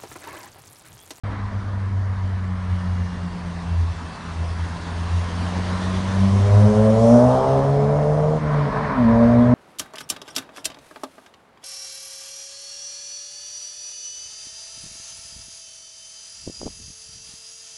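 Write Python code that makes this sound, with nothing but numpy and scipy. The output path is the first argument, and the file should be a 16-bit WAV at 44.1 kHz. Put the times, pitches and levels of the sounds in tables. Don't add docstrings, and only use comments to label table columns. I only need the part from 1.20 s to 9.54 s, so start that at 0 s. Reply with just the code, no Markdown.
import sys
import numpy as np
from scipy import signal
from scipy.fft import rfft, irfft, next_fast_len
from scipy.io import wavfile
from scipy.ndimage import uniform_filter1d, minimum_filter1d, map_coordinates

SR = 44100
rng = np.random.default_rng(int(sys.argv[2]) if len(sys.argv) > 2 else 0)


def to_wav(s):
    ch = np.atleast_2d(s).T
    pcm = np.round(np.clip(ch, -1, 1) * 32767)
    wavfile.write(sys.argv[1], SR, pcm.astype(np.int16))


N = 367794
TIME = np.arange(N) / SR
PASS_S, SPEED_M_PER_S, CLOSEST_M = 4.82, 11.1, 8.5


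def amp(db):
    return 10 ** (np.asarray(db) / 20)


def unit(x):
    return x / np.sqrt(np.mean(x ** 2) + 1e-20)


def steady(x, span_s=0.089):
    size = int(span_s * SR)
    power = uniform_filter1d(uniform_filter1d(x ** 2, size), size)
    return x / np.sqrt(np.abs(power) + 1e-12)


def along(points, hz):
    f, values = np.transpose(points)
    return np.interp(np.log(hz + 1), np.log(f + 1), values)


def curves(rows):
    times, *columns = np.transpose(rows)
    return [np.interp(TIME, times, column) for column in columns]


def after(at_s, width_s):
    return .5 + .5 * np.tanh((TIME - at_s) / width_s)


def swell(at_s, width_s):
    return np.exp(-np.minimum(((TIME - at_s) / width_s) ** 2, 20))


def dips(rows):
    return sum(db * swell(at_s, width_s) for at_s, db, width_s in rows)


def wobble(rate):
    knots = rng.standard_normal(int(N * rate / SR) + 4)
    coarse = TIME[::32]
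    return np.interp(TIME, coarse, map_coordinates(knots, [coarse * rate]))


def coloured(x, spectrum):
    size = 2 * next_fast_len(N // 2 + SR // 4)
    gain = amp(along(spectrum, np.fft.rfftfreq(size, 1 / SR)))
    cepstrum = irfft(np.log(gain))
    cepstrum[1:size // 2] *= 2
    cepstrum[size // 2 + 1:] = 0
    return irfft(rfft(x, size) * np.exp(rfft(cepstrum)))[:N]


def rush(spectrum, patchy_db):
    bins = signal.stft(rng.standard_normal(N), nperseg=512)[2]
    patches = uniform_filter1d(rng.standard_normal(bins.shape), size=5, axis=0)
    patches = unit(uniform_filter1d(patches, size=14, axis=1))
    noise = signal.istft(bins * amp(patchy_db * patches), nperseg=512)[1][:N]
    return unit(coloured(noise, spectrum))


def nearness():
    return -20 * np.log10(np.hypot(1, SPEED_M_PER_S * (TIME - PASS_S) / CLOSEST_M))


def behind_bend():
    return 1 - after(1.46, .06)


# t/s, f/Hz
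FIRING_RATE = [(0, 100.3), (.5, 98.5), (1.5, 91), (3, 82.8), (4, 86.8), (4.8, 93.6), (5.2, 98.7),
               (5.75, 110.9), (6.24, 132.3), (6.75, 146), (7.17, 154.7), (7.48, 142.3), (7.65, 148.1),
               (7.86, 113.5), (8.34, 123.2)]
def firing_hz():
    return curves(FIRING_RATE)[0]


def crank(unsteady=.002):
    return np.cumsum(firing_hz() * (1 + unsteady * wobble(22))) / SR


# t/s, opening/0-1
THROTTLE = [(4.3, 0.13), (4.85, .2), (5.2, 0.33), (5.4, 0.89), (5.95, 1), (6.5, 0.82), (7.16, 1),
            (7.23, 0.3), (7.58, 0.56), (7.7, 0), (7.88, 0.2), (7.96, 0.91), (8.34, 0.57)]
def throttle():
    return np.clip(curves(THROTTLE)[0], 0, 1)


# t/s, level/dB
BOOM_LEVEL = [(0, -22.5), (.7, -21.5), (1.25, -25.5), (1.75, -23.5), (2.42, -32), (2.6, -17), (2.98, -47),
              (3.22, -24), (3.68, -32), (3.87, -22.5), (4.35, -27), (4.95, -21.5), (5.38, -11.5),
              (5.75, -19), (7.45, -20.5), (7.72, -34), (7.85, -23.5), (8.34, -20)]
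# t/s, depth/dB, half-length/s
BOOM_DIPS = [(.3, 6, 0.27), (1.9, 7, 0.049), (2.17, 17, 0.036), (2.74, 14, 0.013), (3.57, 17, 0.022),
             (4.84, 7.5, 0.036), (5.54, 6, 0.053), (6.23, 11, 0.069)]
# t/s, depth/dB, half-length/s
SHIFT_CUTS = [(7.2, 15.5, 0.018), (7.515, 18.5, .018)]
def boom(firings, flutter_db=1.82):
    db = curves(BOOM_LEVEL)[0] - dips(BOOM_DIPS) - dips(SHIFT_CUTS) + flutter_db * wobble(21)
    return np.sqrt(2) * amp(db) * np.cos(2 * np.pi * firings)


# t/s, level/dB
DRONE_LEVEL = [(0, -42), (.75, -40.5), (1.3, -32.5), (2.4, -32), (2.8, -41.5), (4.3, -35.5), (4.5, -29),
               (4.88, -27.5), (5.0, -18), (5.36, -31.5), (5.46, -18), (5.76, -17), (5.94, -13), (6.27, -31),
               (7.7, -41.5), (7.79, -17), (8.04, -13), (8.34, -17)]
def drone(firings):
    flutter_db = 2.32 + 0.5 * (1 - throttle())
    db = curves(DRONE_LEVEL)[0] + flutter_db * wobble(18)
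    return np.sqrt(2) * amp(db) * np.sin(4 * np.pi * firings)


# f/Hz, level/dB
RUMBLE_EQ = [(15, -20.5), (30, -3.5), (45, 4.5), (65, 6), (90, 7), (130, -2), (250, -67.5)]
def rumble(base_db=-25, boom_share=0.46, throttle_db=1, lug_db=6):
    db = base_db + boom_share * curves(BOOM_LEVEL)[0] + throttle_db * throttle() + lug_db * swell(8, 0.31)
    return amp(db) * steady(rush(RUMBLE_EQ, patchy_db=-0.5), span_s=0.22)


# t/s, level/dB
ROLLING_LEVEL = [(0, -42.5), (.55, -47.5), (2.7, -47), (4, -44), (4.55, -40), (5.3, -42.5), (5.95, -45),
                 (6.5, -44.5), (7.1, -47), (7.3, -39.5), (7.7, -35.5), (8.05, -38.5), (8.34, -39)]
# f/Hz, level/dB
TREAD_EQ = [(50, -43), (110, 1), (230, 6), (340, -6), (480, -5), (680, -3), (860, -5), (1200, -3.5),
            (1450, -5.5), (1750, -6), (2300, -14.5), (3000, -36), (5000, -57)]
# f/Hz, level/dB
GROOVE_EQ = [(700, -56), (890, 0.5), (980, 9.5), (1100, 6), (1250, -7.5), (1600, -53.5)]
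# f/Hz, level/dB
WASH_EQ = [(150, -32), (280, 10.5), (480, 3.5), (850, 7.5), (1300, -6.5), (2200, -3), (3100, -0.5),
           (4300, -3), (5500, -11), (7000, -29)]
# f/Hz, level/dB
HISS_EQ = [(3500, -30.5), (5100, 1), (6200, 1), (7500, -5.5), (9500, -5), (10500, -13.5)]
def tyres(rear_boost_db=6, flare_db=4.5, throttle_db=3.5):
    rolling_db, = curves(ROLLING_LEVEL)
    shade_db = -3 * after(6.4, 0.23) - 3 * behind_bend()
    grit = wobble(45)
    roar = amp(rolling_db + 8.5 + 0.19 * wobble(15)) * rush(TREAD_EQ, patchy_db=1.9)
    groove_db = rolling_db + rear_boost_db * after(PASS_S, 0.34) + 0.4 * wobble(17)
    grooves = amp(groove_db) * rush(GROOVE_EQ, patchy_db=0.9)
    wash_db = -39 + 0.47 * nearness() + 0.49 * (rolling_db - rolling_db.mean()) + shade_db + .5 * grit
    wash = amp(wash_db) * rush(WASH_EQ, patchy_db=1.5)
    hiss_db = -47.5 + 0.78 * nearness() + shade_db + 0.44 * grit
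    hiss_db += throttle_db * throttle() + flare_db * swell(5.93, 0.17)
    hiss = amp(hiss_db) * rush(HISS_EQ, patchy_db=1.7)
    return roar + grooves + wash + hiss


# f/firing rate, level/dB
BELT_PARTIALS = [(31.7, -56), (42, -69)]
def belt_whine(firings, waver_db=2, hidden_db=-13):
    whine = sum(amp(db + waver_db * wobble(8)) * np.sin(2 * np.pi * order * firings + 1.3 * wobble(50))
                for order, db in BELT_PARTIALS)
    nose_in_view = 1 - after(5.5, .2)
    return whine * nose_in_view * amp(hidden_db * behind_bend())


# t/s, f/Hz, level/dB
TURBO_RIDE = [(1.6, 4660, -69), (2.0, 4600, -60), (3.1, 4570, -61), (4.3, 4650, -53.5), (5.2, 5060, -74),
              (6.1, 5150, -56), (6.7, 5160, -59), (7.3, 4930, -92)]
def turbo_whistle(width_hz=30, waver_db=2):
    hz, db = curves(TURBO_RIDE)
    phase = 2 * np.pi * np.cumsum(hz + width_hz * wobble(150)) / SR
    return amp(db + waver_db * wobble(15)) * np.sin(phase)


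def tailpipe_level(full_db=-17.5, closed_db=-13, body_db=-17, far_db=-8):
    shade_db = body_db * (1 - after(5.06, 0.46)) + far_db * (1 - after(4, .3))
    return full_db + closed_db * (1 - throttle()) + shade_db + 0.48 * nearness() - dips(SHIFT_CUTS)


# f/Hz, level/dB
PIPE_RESONANCES = [(340, -27), (395, -2.5), (425, -6), (470, -14.5), (520, -13.5), (555, -5.5), (585, -2),
                   (610, -2), (635, -7.5), (690, -15.5), (770, -35)]
# f/firing rate, level/dB
RINGING_ORDERS = [(3, -2), (4, -2), (5, 6.5)]
def pipe_ring(firings, pipe_db, flutter_db=2):
    ring = np.zeros(N)
    for order, trim_db in RINGING_ORDERS:
        db = pipe_db + trim_db + along(PIPE_RESONANCES, order * firing_hz()) + flutter_db * wobble(30)
        ring += amp(db) * np.sin(2 * np.pi * order * firings + 0.77 * wobble(25))
    return np.sqrt(2) * ring


# f/Hz, t60/s
STREET_DECAY = [(100, 0.82), (600, 0.44), (3000, 0.07)]
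def street(x, wet_db, predelay_s=.025):
    hz, t, bins = signal.stft(rng.standard_normal(SR // 2), SR, nperseg=256)
    decay = amp(-60 * t / along(STREET_DECAY, hz)[:, None])
    tail = signal.istft(bins * decay, SR, nperseg=256)[1]
    tail = np.pad(tail / np.linalg.norm(tail), (int(predelay_s * SR), 0))
    return x + amp(wet_db) * signal.fftconvolve(x, tail)[:N]


# f/Hz, level/dB
GAS_EQ = [(130, -27.5), (200, 8), (280, -4.5), (345, -30.5), (430, -32.5), (620, 5.5), (850, -10.5),
          (1020, -6.5), (1300, -8.5), (1700, -34), (3000, -61)]
def gas_puffs(firings, pipe_db, depth=.8, overrun_db=9):
    puffs = rng.standard_normal(N) * (1 + depth * np.cos(2 * np.pi * firings))
    db = pipe_db - 10.5 + overrun_db * (1 - throttle())
    return amp(db) * unit(street(coloured(puffs, GAS_EQ), wet_db=-12))


# firing rate/Hz, imbalance/0-1
IMBALANCE = [(105, .14), (122, .3), (138, .62), (155, .72)]
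CYLINDERS = [(.6, .05), (-.4, -.035), (.25, .015), (-.45, -.05)]
def pulses(firings, jitter=0.081):
    imbalance = along(IMBALANCE, firing_hz())
    scatter = imbalance * (.22 + .25 * (1 - throttle()))
    count = np.arange(1, int(firings[-1]))
    at = np.searchsorted(firings, count)
    excess, late = np.array(CYLINDERS)[count % len(CYLINDERS)].T
    size_noise, timing_noise = rng.standard_normal((len(count), 2)).T
    sizes = 1 + imbalance[at] * excess + scatter[at] * size_noise
    onsets = np.searchsorted(firings, count + imbalance[at] * late + jitter * scatter[at] * timing_noise)
    return np.bincount(onsets, sizes, N + 1)[:N]


# f/Hz, level/dB
THROAT_EQ = [(240, -60), (300, -13), (355, -19), (425, 2), (490, -3), (555, -1), (625, 1), (700, -3),
             (780, -14), (1000, -30), (1500, -60)]
# f/Hz, level/dB
BLARE_EQ = [(450, -39), (650, -9), (790, 8.5), (880, 1.5), (1000, -2), (1200, -3.5), (1450, -13),
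            (2000, -35.5), (3500, -65.5)]
def rasp(firings, pipe_db, blare_db=-14, beam_db=11, side_db=-4):
    fifth_order = 2 * np.gradient(firings) * np.cos(5 * 2 * np.pi * firings)
    train = pulses(firings) - fifth_order
    throat = steady(street(coloured(train, THROAT_EQ), wet_db=-12))
    blare = steady(street(coloured(train, BLARE_EQ), wet_db=-8))
    blare *= amp(blare_db + beam_db * swell(6.186, 0.28))
    db = pipe_db + side_db * (1 - after(5.8, 0.23))
    return amp(db) * (blare - throat)


def lope(firings, pipe_db, trim_db=-4, flutter_db=5.2):
    gain = along(IMBALANCE, firing_hz()) ** 2 * amp(pipe_db + trim_db + flutter_db * wobble(8))
    return np.sqrt(2) * gain * np.cos(1.5 * 2 * np.pi * firings)


def scene():
    firings, pipe_db = crank(), tailpipe_level()
    tones = boom(firings) + drone(firings) + pipe_ring(firings, pipe_db) + lope(firings, pipe_db)
    exhaust = tones + rasp(firings, pipe_db) + gas_puffs(firings, pipe_db)
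    return (exhaust + rumble() + tyres() + belt_whine(firings) + turbo_whistle())[None]


def record(dry, start_s=.035, ceiling=.85, top_hz=10350):
    fade_in = np.clip((TIME - start_s) / .002, 0, 1)
    needed_gain = np.minimum(1, ceiling / (np.abs(dry) + 1e-9))
    limiter = uniform_filter1d(minimum_filter1d(needed_gain, size=441), size=441)
    size = next_fast_len(N + SR // 4)
    passband = np.fft.rfftfreq(size, 1 / SR) < top_hz
    return irfft(rfft(dry * fade_in * limiter, size) * passband, size)[..., :N]


dry = scene()
out = record(dry)
to_wav(out)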